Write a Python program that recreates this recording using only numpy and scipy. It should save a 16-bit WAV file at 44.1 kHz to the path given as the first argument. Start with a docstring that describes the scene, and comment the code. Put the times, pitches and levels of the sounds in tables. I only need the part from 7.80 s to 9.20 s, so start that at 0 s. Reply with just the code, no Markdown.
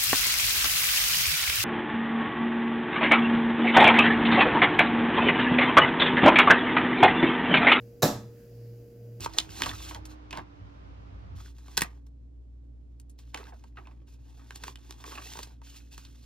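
"""Dart into a board on a plank wall

A steel dart hits a dartboard hung on planks in a small room: noise bursts of snapping fibres,
damped sines for the ringing dart, and a lower set as the board thuds against the planks.
The room answers briefly with decaying noise. Behind it, two motors hum and beat against each other
over a low rush of air, faint hiss, thin unsteady whines and a few soft rustles of filtered noise."""
import sys
import numpy as np
from scipy import signal
from scipy.fft import rfft, irfft
from scipy.io import wavfile

SR = 44100
rng = np.random.default_rng(int(sys.argv[2]) if len(sys.argv) > 2 else 0)


def materialize(psi):
    """Save the field psi as 16-bit PCM at rate SR to the path in sys.argv[1].

    A 1-D psi becomes a single channel; in a 2-D psi each row is a channel.
    """
    bounded = np.clip(np.atleast_2d(psi).T, -1, 1)
    quanta = np.round(bounded * 32767).astype(np.int16)
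    wavfile.write(sys.argv[1], SR, quanta)


N = 61739
T = np.arange(N) / SR
HZ = np.maximum(np.arange(N // 2 + 1) * SR / N, 1)  # frequency of each spectrum bin

ENTRY_S, THUD_S = 0.2215, 0.2321  # the point touches; the board meets the wall

# Colour of the background hiss. Each row: frequency in Hz, relative density in dB per Hz.
HISS_COLOUR = [(900, 0.5), (1800, 1.5), (2800, 1), (3600, -6), (4900, -0.5), (6700, -0.5), (8700, -9.5),
               (11500, -1.5), (14300, 0.5), (16000, -3.5)]


def from_db(db):
    """Decibels to gain."""
    return 10 ** (np.asarray(db) / 20)


def rms_one(x):
    """Scale to unit power, all channels together."""
    return x / np.sqrt(np.mean(x ** 2) + 1e-20)


def at_hz(points, hz, axis=1):
    """Read a column of a table on a log-frequency axis."""
    points = np.array(points)
    return np.interp(np.log(hz), np.log(points[:, 0]), points[:, axis])


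def colour(x, spectrum):
    """Causal (minimum-phase) filter with the given spectrum."""
    cepstrum = irfft(np.log(from_db(at_hz(spectrum, HZ))), N)
    # Folding the cepstrum onto positive times makes the filter causal.
    cepstrum[1:N // 2] *= 2
    cepstrum[N // 2 + 1:] = 0
    return irfft(rfft(x) * np.exp(rfft(cepstrum)), N)


def stereo(mid, side):
    """Left and right from mid and side."""
    return np.array([mid + side, mid - side])


def pan(x, db):
    """Raise the left channel and lower the right by the same amount."""
    return x * from_db([[db], [-db]])


def diffuse(spectrum):
    """Stereo noise of unit power, alike in the bass and wide in the treble."""
    # Width of the diffuse sound. Each row: frequency in Hz, side minus mid in dB.
    width = [(60, -24), (250, -12), (600, -8), (1200, -2.5), (4000, -4), (14000, -3.5)]
    mid, side = colour(rng.standard_normal((2, N)), spectrum)
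    return rms_one(stereo(mid, colour(side, width)))


def ring(modes, start_s):
    """Damped sines set off together, one row for each mode."""
    age = np.maximum(T - start_s, 0)
    tones = [from_db(db - 60 * age / t60) * np.sin(2 * np.pi * hz * age) for hz, db, t60 in modes]
    return np.array(tones)


def crunch():
    """Fibres snap ever harder as the point sinks in, then settle; a few crack loudly."""
    # Colour of the snaps. Each row: frequency in Hz, relative density in dB per Hz.
    fibre_colour = [(150, -23), (500, 8.5), (1200, 0.5), (2000, -6.5), (2900, -13.5), (4200, -11.5),
                    (6500, 1), (9000, -20.5), (12500, -5.5), (16000, -11.5)]
    # The hardest snaps, as the point comes to rest. Each row: start in seconds, level in dB.
    hardest = [(.2286, -22), (0.2314, -18), (0.2380, -22)]
    snaps_per_s, spread_db = 8100, 2
    level_db, start_db, side_db = -23, -6.5, -11.5  # start and side are relative
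    rise_s, t60_s, crack_t60_s = 0.0083, 0.01944, 0.008

    hits = rng.random((2, N)) < snaps_per_s / SR
    signs = rng.choice([-1, 1], (2, N))
    snaps = hits * signs * from_db(spread_db * rng.standard_normal((2, N)))

    age = T - ENTRY_S
    rise_db = start_db * np.clip(1 - age / rise_s, 0, 1)
    decay_db = -60 * np.maximum(age - rise_s, 0) / t60_s
    force = (age > 0) * from_db(level_db + rise_db + decay_db)
    cracks = sum((T > s) * from_db(db - 60 * np.abs(T - s) / crack_t60_s) for s, db in hardest)

    mid, side = rms_one(colour(snaps, fibre_colour)) * (force + cracks)
    return stereo(mid, from_db(side_db) * side)


def dart():
    """Point, barrel and shaft ring as damped modes once the board grips the point."""
    # Modes of the dart. Each row: frequency in Hz, relative level in dB, 60 dB decay in seconds.
    dart_modes = [(1013, -15, .38), (1135.6, -8, 0.34), (1185, 4.5, .04), (1269.5, -8.5, 0.39),
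                  (1356, -7, 0.24), (1518, -12, 0.25), (1700, -3, 0.13), (2745, -18.5, .3),
                  (3507, -16, 0.42), (3710, -3.5, 0.13), (3880, -16, .31), (3914, 0.5, .13),
                  (4008, 3, 0.041), (3990, -13, 0.36), (4160, -10.5, 0.18), (4570, -16, 0.11),
                  (5090, -12, 0.12), (5120, -19.5, .19), (7070, -11, 0.18)]
    bite_s, rise_s, level_db = 0.2246, 0.0016, -27
    grip = np.clip((T - bite_s) / rise_s, 0, 1)
    return from_db(level_db) * grip * ring(dart_modes, bite_s).sum(axis=0)


def thud():
    """Each contact rings board and planks, low modes building slowest; softness dulls the treble."""
    # Board and planks. Each row: frequency in Hz, relative level in dB, free 60 dB decay in seconds.
    board_modes = [(126.6, -13.5, 0.72), (158.2, 5, 0.11), (204.9, -6.5, 0.35), (218.2, -9, 0.43),
                   (256.8, -7, 0.33), (288.2, -5, 0.35), (345.5, -10.5, 0.33), (377.5, 1, 0.093),
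                   (475.8, -12.5, 0.32), (516.5, 0, 0.13), (550.6, -9, 0.19), (586.8, -7, .32),
                   (599, -5.5, 0.19), (627.3, -7, 0.23), (660.4, -10, .31), (699, -18, 0.31),
                   (725, -10.5, 0.3)]
    # The board meets the wall, then settles softly. Each row: delay after first contact in seconds,
    # relative level in dB, contact time in seconds, share of the free ring time.
    knocks = [(0, 1.5, 0.00031, 0.93), (0.134, -23, 0.012, 0.25)]
    level_db, build_cycles, low_cut_hz = -19.5, 0.3, 105

    body = 0
    for delay_s, db, contact_s, ring_share in knocks:
        start_s = THUD_S + delay_s
        modes = [(hz, mode_db, t60 * ring_share) for hz, mode_db, t60 in board_modes]
        cycles = np.array(board_modes)[:, :1] * np.maximum(T - start_s, 0)
        build = 1 - np.exp(-cycles / build_cycles)
        swing = (ring(modes, start_s) * build).sum(axis=0)
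        # One-pole low-pass: the longer the contact, the duller the knock.
        soft = np.exp(-4 / (contact_s * SR))
        body = body + from_db(level_db + db) * signal.lfilter([1 - soft], [1, -soft], swing)
    # The deepest air slips round the board.
    low_cut = signal.butter(3, low_cut_hz, "high", fs=SR, output="sos")
    return signal.sosfilt(low_cut, body)


def room():
    """Reflections, uneven in colour, build up during the blow; the bass lingers longest."""
    # Reverberation. Each row: frequency in Hz, relative density in dB per Hz, 60 dB decay in seconds.
    reverberation = [(49.26, -15.5, 0.6), (129, -9, 1), (285, -9.5, 0.49), (656, -4, 0.36),
                     (830, -8.5, .31), (990, -12.5, 0.37), (1400, -13.5, 0.38), (2030, -18.5, .37),
                     (3240, -24, .38), (3540, -18.5, 0.34), (6930, -16.5, .33), (8900, -27.5, .28),
                     (13450, -19.5, .34), (15950, -31.5, 0.25)]
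    level_db, build_s = -22.5, 0.013
    ripple_db, ripple_hz = 2.0, 70  # random unevenness and its spacing

    grid = np.arange(0, SR / 2, ripple_hz)
    ripple = from_db(ripple_db * np.interp(HZ, grid, rng.standard_normal(len(grid))))
    field = rfft(diffuse(reverberation)) * ripple
    # Overlapping bands that add up to the whole field, each with its own decay.
    centres = np.geomspace(40, 16000, num=14)
    age = np.maximum(T - THUD_S, 0)
    tail = 0
    for hz, pick in zip(centres, np.eye(len(centres))):
        band = irfft(field * np.interp(np.log(HZ), np.log(centres), pick), N)
        tail = tail + band * from_db(-60 * age / at_hz(reverberation, hz, axis=2))
    build = np.clip((T - ENTRY_S) / build_s, 0, 1) ** 2
    return from_db(level_db) * build * tail


def motors():
    """A motor hums in harmonics; a second runs slightly slower, so their fundamentals beat."""
    # First motor. 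Each row: multiple of the fundamental, level in dB rms.
    harmonics = [(.5, -76.5), (1, -48), (2, -68), (3, -68), (4, -53.5), (5, -78)]
    hum_hz, beat_hz, second_db = 117.86, 2.11, -52  # second motor in dB rms
    beat_low_s = 0.16  # the fundamentals cancel most here
    turn = 2 * np.pi * hum_hz * T
    first = sum(from_db(db) * np.sin(multiple * turn) for multiple, db in harmonics)
    lag = 2 * np.pi * beat_hz * (T - beat_low_s)
    second = -from_db(second_db) * np.sin(turn - lag)
    return np.sqrt(2) * (first + second)  # rms to peak


def air():
    """Low rush of moving air and a faint, slowly swelling hiss, both coloured noise."""
    # Colour of the rush. Each row: frequency in Hz, relative density in dB per Hz.
    rush_colour = [(25, -12.5), (55, 9.5), (90, -7.5), (210, 4.5), (340, -2), (560, -5), (700, -12.5),
                   (1000, -30.5)]
    # Swell of the hiss. 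Each row: time in seconds, added level in dB.
    swell = [(0, 3.5), (.15, 0), (.5, 1), (.6, 4), (.7, 2), (.85, 1.5), (1.1, 0), (1.39, 0)]
    rush_db, hiss_db = -56, -69.5
    low_pass = signal.butter(4, 1000, fs=SR, output="sos")
    rush = signal.sosfilt(low_pass, diffuse(rush_colour))
    swell_db = np.interp(T, *np.transpose(swell))
    return from_db(rush_db) * rush + from_db(hiss_db + swell_db) * diffuse(HISS_COLOUR)


def whines():
    """Thin tones made unsteady by a random phase waver, separate in each channel."""
    # Unsteady whines. Each row: frequency in Hz, level in dB rms.
    tones = [(388, -68.5), (1534, -86), (4834, -83), (14282, -80.5)]
    low_pass = signal.butter(2, 59.4, fs=SR, output="sos")  # cutoff of the waver, Hz
    waver = signal.sosfilt(low_pass, rng.standard_normal((len(tones), 2, N)))
    out = 0
    for (hz, db), phase in zip(tones, waver):
        tone = np.sin(2 * np.pi * hz * T + rms_one(phase))
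        out = out + from_db(db) * rms_one(tone)
    return out


def rustles():
    """Soft swells of narrow-band noise in the background."""
    # Each row: time of the peak in seconds, length in seconds, centre in Hz, peak level in dB.
    swells = [(0.607, 0.095, 1630, -73), (0.865, 0.065, 1800, -77), (0.824, 0.24, 4730, -76)]
    width_octaves = 0.21
    out = 0
    for s, length_s, hz, db in swells:
        band = np.exp(-.5 * (np.log2(HZ / hz) / width_octaves) ** 2)
        noise = rms_one(irfft(rfft(diffuse(HISS_COLOUR)) * band, N))
        out = out + from_db(db) * np.exp(-2 * ((T - s) / length_s) ** 2) * noise
    return out


def scene():
    """The hit, slightly to the right, over the background."""
    hit = pan(crunch() + dart() + room(), -0.7) + pan(thud(), -0.35)
    background = pan(motors() + whines() + air() + rustles(), -0.15)
    return hit + background


def record(dry):
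    """The microphone signal is cut steeply above 16 kHz."""
    top_cut = signal.ellip(10, .1, 80, 16000, fs=SR, output="sos")
    return signal.sosfilt(top_cut, dry)


dry = scene()
out = record(dry)
materialize(out)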